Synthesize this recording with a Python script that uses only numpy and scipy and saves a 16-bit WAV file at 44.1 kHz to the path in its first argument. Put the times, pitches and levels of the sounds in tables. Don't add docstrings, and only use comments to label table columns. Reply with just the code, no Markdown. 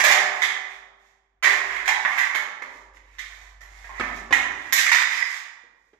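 import sys
import numpy as np
from scipy import signal
from scipy.fft import irfft
from scipy.io import wavfile
from scipy.ndimage import uniform_filter1d, minimum_filter1d

SR = 44100
rng = np.random.default_rng(int(sys.argv[2]) if len(sys.argv) > 2 else 0)


def log_audio(samples):
    frames = np.atleast_2d(samples).T
    limited = np.clip(frames, -1, 1)
    pcm = np.round(limited * 32767).astype(np.int16)
    wavfile.write(sys.argv[1], SR, pcm)


N = 264159
HZ = np.fft.rfftfreq(2048, 1 / SR)


def amp(db):
    return 10 ** (np.asarray(db) / 20)


def unit(x):
    return x / np.sqrt(np.sum(x ** 2, axis=-1, keepdims=True) + 1e-20)


def read(points, hz):
    f, value = np.transpose(points)
    return np.interp(np.log(hz + 1), np.log(f), value)


def around(hz, note_hz, octaves=0.15):
    return np.exp(-.5 * (np.log2((hz + 1) / note_hz) / octaves) ** 2)


def add(mix, s, sound):
    part = mix[..., max(round(s * SR), 0):][..., :sound.shape[-1]]
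    part += sound[..., :part.shape[-1]]


def tone_filter(db):
    log_gain = np.log(amp(np.r_[db, db[-2:0:-1]]))
    spectrum = np.exp(np.conj(signal.hilbert(log_gain)))
    return irfft(spectrum[:len(HZ)])


def contacts(samples, per_s, spread_db):
    chance, size, sign = rng.random((3, samples))
    return (chance < per_s / SR) * amp(spread_db * size) * np.sign(sign - .5)


def steel(force, treble_db, bass_db, extra_db=0, treble_hz=3400, bass_hz=1100):
    # f/Hz, level/dB
    spectrum = [(60, -36), (170, -27), (350, -18.5), (520, -15), (750, -3.5), (1100, 1.5), (1450, -2.5),
                (1950, 5.5), (2600, -3), (3600, -9), (5000, -10.5), (7000, -13.5), (9500, -24),
                (12500, -23.5)]
    plain = read(spectrum, HZ)
    treble = treble_db / (1 + (treble_hz / (HZ + 1)) ** 4)
    bass = bass_db / (1 + (HZ / bass_hz) ** 4)
    response = tone_filter(plain + treble + bass + extra_db)
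    return signal.fftconvolve(force, response) / np.linalg.norm(tone_filter(plain))


def knock(s, db, treble_db, bass_db, decay_s, note_hz, note_db, impact_db=5.5, chatter_db=-0.5):
    t = np.arange(SR // 4) / SR
    share = 1 - np.exp(-decay_s / 0.0079)
    taps = contacts(len(t), per_s=1200, spread_db=12.5)
    chatter = unit(taps * np.exp(-t / decay_s) * (1 - np.exp(-t / 0.00066)))
    impact = np.exp(-2 * np.pi * 2600 * t)
    force = np.sqrt(share) * chatter + np.sqrt(1 - share) * impact / impact.sum()
    close_db = impact_db + (chatter_db - impact_db) * share
    return s, close_db, amp(db) * steel(force, treble_db, bass_db, note_db * around(HZ, note_hz))


def ringing(hits, modes, level_db, swell_s=0.02):
    out = np.zeros((2, N))
    s, db, treble_db, bass_db, _, note_hz, note_db = np.transpose(hits)
    starts = np.round(s * SR).astype(int)
    swell = np.exp(-1 / (swell_s * SR))
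    for hz, mode_db, fade_s in modes:
        colour_db = treble_db * min(hz / 7000, 1) + bass_db * (hz < 1100) + note_db * around(hz, note_hz)
        kicks = np.zeros(N, complex)
        kicks[starts] = amp(db + colour_db) * np.exp(2j * np.pi * rng.random(len(starts)))
        fade = amp(-60 / fade_s / SR)
        turn = np.exp(2j * np.pi * hz / SR)
        feedback = np.poly([fade * turn, swell * turn])
        left = signal.lfilter([1 - swell], feedback, kicks) * 2 * np.sqrt(1 - fade)
        right = left * np.exp(2j * np.pi * rng.random())
        out += amp(mode_db + level_db) * np.array([left.real, right.real])
    return out


def profile_knocks():
    # t/s, level/dB, treble/dB, bass/dB, chatter decay/s, note/Hz, note boost/dB
    hits = [ (0.001, 4.5, 6, 7.5, 0.013, 970, 0), (0.038, 13, 8.5, 4, 0.018, 568, 10.5),
            (0.105, 5, 8.5, 7, .005, 775, 12.5), (0.121, 11, 2.5, -11, 0.006, 1850, -1.5),
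            (0.418, 7.5, -1, -8.5, 0.02, 3490, 6.5), (1.426, 10, -2.5, -1, 0.024, 820, -1),
            (1.438, 9.5, -1.5, 4.5, 0.063, 389, 8), (1.857, -2.5, -2, -13, 0.015, 12500, 5),
            (1.878, 10, -1.5, -3.5, 0.0092, 863, 14), (2.050, 9, -24, -0.5, .004, 1040, 6.5),
            (2.177, 7.5, -5.5, -8, 0.024, 11900, 5), (2.347, 5, -4, 2, 0.011, 12100, 6.5),
            (2.62, -11, -6.5, 17.5, 0.016, 700, -18), (2.969, -27.5, -3.5, -14, 0.0044, 2200, 4.5),
            (3.185, -6.5, 1, -10.5, 0.012, 3520, 5), (3.607, -23, 6.5, 12.5, 0.028, 12300, 5),
            (3.844, -16, -9.5, 8.5, 0.0094, 1110, -3), (3.893, -20.5, -7, 20, 0.0088, 1013, 8.5),
            (4.007, 0.5, -15.5, 10, 0.01, 1340, -0.5), (4.326, 12.5, -2.5, -1.5, 0.0038, 1020, 1),
            (4.725, 3, 15.5, 1.5, .005, 12400, 12)]
    # f/Hz, relative level/dB, time to fade by 60 dB/s
    modes = [(172, -47, 1.6), (393, -32, 1.7), (604, -27, 1.2), (730, -25, 1.3), (816, -24, 1.2),
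             (961, -27, 1.2), (1135, -28, 1.3), (1248, -30, 1.1), (1500, -29, 1.1), (1825, -27, 1.1),
             (1888, -26, 1.2), (2195, -29, .9), (2993, -32, 1.1), (3310, -37, 1.25), (3553, -32, 1),
             (3693, -33, .9), (4986, -36, .9)]
    return [knock(*hit) for hit in hits], ringing(hits, modes, level_db=2)


def hum_and_air(hum_hz=48.2, rumble_db=-16, air_db=-81):
    # t/s, level/dB
    swells = [(0.0, -68), (0.32, -85.5), (0.8, -70), (1.25, -77.5), (1.8, -58), (2.17, -70), (2.22, -63),
              (2.47, -92), (2.85, -59.5), (4.12, -47), (4.59, -60.5), (4.84, -83), (4.87, -67.5),
              (5.17, -89), (5.91, -78), (5.99, -84.5)]
    # f/Hz, relative level/dB
    air_spectrum = [(30, -1), (100, -0.5), (400, -7), (2000, -11.5), (4000, -32.5), (7000, -33.5),
                    (10000, -51.5)]
    t = np.arange(N) / SR
    low_band = signal.butter(2, [45, 90], "band", fs=SR, output="sos")
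    rumble = signal.sosfilt(low_band, rng.standard_normal(N))
    tone = np.sqrt(2) * np.sin(2 * np.pi * hum_hz * t)
    level = amp(np.interp(t, *np.transpose(swells)))
    hum = level * (tone + amp(rumble_db) * rumble / rumble.std())
    air_filter = unit(tone_filter(read(air_spectrum, HZ)))
    air = signal.oaconvolve(rng.standard_normal((2, N)), air_filter[None], axes=1)[:, :N]
    return hum + amp(air_db) * air


def scrape(length_s, db, treble_db, bass_db=0, slips_per_s=1500, uneven_db=12.5):
    t = np.arange(SR // 2) / SR
    stroke = np.sin(np.pi * np.minimum(t / length_s, 1))
    force = unit(contacts(len(t), slips_per_s, uneven_db) * stroke)
    return amp(db) * steel(force, treble_db, bass_db)


def profile_slides():
    # t/s, length/s, level/dB
    slides = [(0.043, 0.23, 7.5), (0.253, 0.32, 0), (0.662, 0.12, -18.5), (0.95, 0.2, -35),
              (1.599, 0.27, 2), (1.98, 0.3, 5.5), (2.163, .13, -0.5), (2.619, 0.2, -31),
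              (2.927, 0.058, -30), (3.001, 0.45, -21.5), (3.88, 0.32, -7), (4.455, 0.41, -8.5),
              (5.677, 0.36, -44.5)]
    return [(s, scrape(length, db, treble_db=-6 - 0.375 * db)) for s, length, db in slides]


def floor_thumps(decay_s=0.0074, soft_hz=1600, close_db=7):
    # t/s, level/dB
    thumps = [(2.349, -15.5), (3.997, -3.5), (4.308, -4), (5.636, -34), (5.932, -33.5)]
    # f/Hz, relative level/dB
    spectrum = [(30, -35), (80, -13.5), (140, -17.5), (260, -7), (420, -3), (700, -8), (1500, -14.5)]
    t = np.arange(SR // 10) / SR
    floor = tone_filter(read(spectrum, HZ))
    events = []
    for s, db in thumps:
        burst = rng.standard_normal(len(t)) * np.exp(-t / decay_s)
        push = signal.lfilter(*signal.butter(2, soft_hz, fs=SR), burst)
        events.append((s, close_db, amp(db) * unit(signal.fftconvolve(push, floor))))
    return events


def shoe_scuffs():
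    # t/s, length/s, level/dB
    scuffs = [(2.64, .2, -28.5), (3.17, 0.38, -22.5), (3.619, .35, -22), (4.135, 0.069, -20)]
    return [(s, scrape(length, db, treble_db=9.5, bass_db=15.5)) for s, length, db in scuffs]


def blade_strokes():
    # t/s, length/s, level/dB, treble/dB
    strokes = [(4.736, 0.087, 8, 10.5), (4.911, 0.14, 3, 5), (5.05, 0.2, 4, -1), (5.222, 0.2, -4.5, 3.5)]
    return [(s, scrape(length, db, treble_db, bass_db=-10, slips_per_s=800, uneven_db=11))
            for s, length, db, treble_db in strokes]


def steel_snaps(bass_db=-6.5, chatter_s=0.0042, note_db=6):
    # t/s, level/dB, treble/dB, note/Hz
    snaps = [(4.865, 3, -4.5, 2080), (4.890, 1, 1, 2050), (4.917, 10.5, 1.5, 980), (4.927, 5.5, 1, 4090),
             (4.947, 3.5, 1.5, 4960), (4.984, 2, -20, 1990), (5.02, 2, -6.5, 3670), (5.224, -5, -17, 1870)]
    # f/Hz, relative level/dB, time to fade by 60 dB/s
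    modes = [(1135, -25, 1.1), (1319, -28, 1.1), (1888, -22, 1.2), (1955, -23, 1.1), (2396, -29, 1.1),
             (2977, -30, 1), (3650, -24, .9), (4086, -26, .9), (4856, -26, .8), (4972, -24, .8),
             (4988, -20, .85), (5953, -31, .85), (6285, -29, .85), (7300, -31, .8)]
    hits = [(s, db, treble_db, bass_db, chatter_s, hz, note_db) for s, db, treble_db, hz in snaps]
    return [knock(*hit, impact_db=9.5) for hit in hits], ringing(hits, modes, level_db=3.5)


def blade_squeal(start_s=5.11, length_s=0.15, db=-6, note_hz=5040, width_hz=130):
    rub = scrape(length_s, db=0, treble_db=0)
    squeal = signal.lfilter(*signal.iirpeak(note_hz, note_hz / width_hz, fs=SR), rub)
    return start_s, amp(db) * unit(squeal)


def close_sound(x, straight_db=-9, echo_db=-6, decay_s=0.0098):
    t = np.arange(SR // 12) / SR
    echoes = np.array([contacts(len(t), per_s=1000, spread_db=20) for _ in range(2)])
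    response = amp(echo_db) * unit(echoes * np.exp(-t / decay_s))
    right_delay = rng.integers(12)
    response[0, 0] += amp(straight_db)
    response[1, right_delay] += amp(straight_db)
    return signal.fftconvolve(x[None], response, axes=1)


def room(x, tail_db=-2, build_s=0.0042):
    # f/Hz, time to fade by 60 dB/s
    fade_times = [(100, 1.8), (400, 1.5), (1000, 1.155), (2000, 0.73), (4000, 0.69), (7000, 0.6),
                  (12500, 0.35)]
    t = np.arange(3 * SR // 2) / SR
    hz, when, bands = signal.stft(rng.standard_normal((2, len(t))), SR, nperseg=256)
    fade = amp(-60 * when / read(fade_times, hz)[:, None])
    tail = signal.istft(bands * fade, SR, nperseg=256)[1][:, :len(t)]
    response = amp(tail_db) * unit(tail * (1 - np.exp(-t / build_s)))
    return signal.fftconvolve(x[None], response, axes=1)[:, :N]


def scene(spot_count=5):
    thumps = floor_thumps()
    knocks, profile_ring = profile_knocks()
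    snaps, cut_piece_ring = steel_snaps()
    rubbing = profile_slides() + shoe_scuffs() + blade_strokes() + [blade_squeal()]
    rubs = [(s, 0, sound) for s, sound in rubbing]
    spots, close = np.zeros((spot_count, N)), np.zeros((2, N))
    for k, (s, close_db, sound) in enumerate(knocks + snaps + rubs + thumps):
        add(close, s, amp(close_db) * close_sound(sound))
        add(spots[k % spot_count], s, sound)
    return close + sum(room(spot) for spot in spots) + profile_ring + cut_piece_ring + hum_and_air()


def record(dry, mono_hz=720, ceiling=0.79, top_hz=14600):
    # f/Hz, gain/dB
    right_port = [(450, 1.5), (800, 0.5), (1100, 4), (1400, 6), (1750, 13), (2050, 14), (2350, 11.5),
                  (2800, 4.5), (3550, 10), (4400, 3.5), (6800, 11), (9000, 2), (12400, 8.5), (14500, -6)]
    mid, side = (dry[0] + dry[1]) / 2, (dry[0] - dry[1]) / 2
    side = signal.lfilter(*signal.butter(1, mono_hz, "high", fs=SR), side)
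    right = signal.oaconvolve(mid - side, tone_filter(read(right_port, HZ)))[:N]
    both = np.array([mid + side, right])
    allowed = np.minimum(1, ceiling / (abs(both).max(0) + 1e-9))
    limiter_gain = uniform_filter1d(minimum_filter1d(allowed, size=221), size=221)
    low_pass = signal.firwin(101, top_hz, window=("kaiser", 9), fs=SR)
    return signal.oaconvolve(both * limiter_gain, low_pass[None], "same")


dry = scene()
out = record(dry)
log_audio(out)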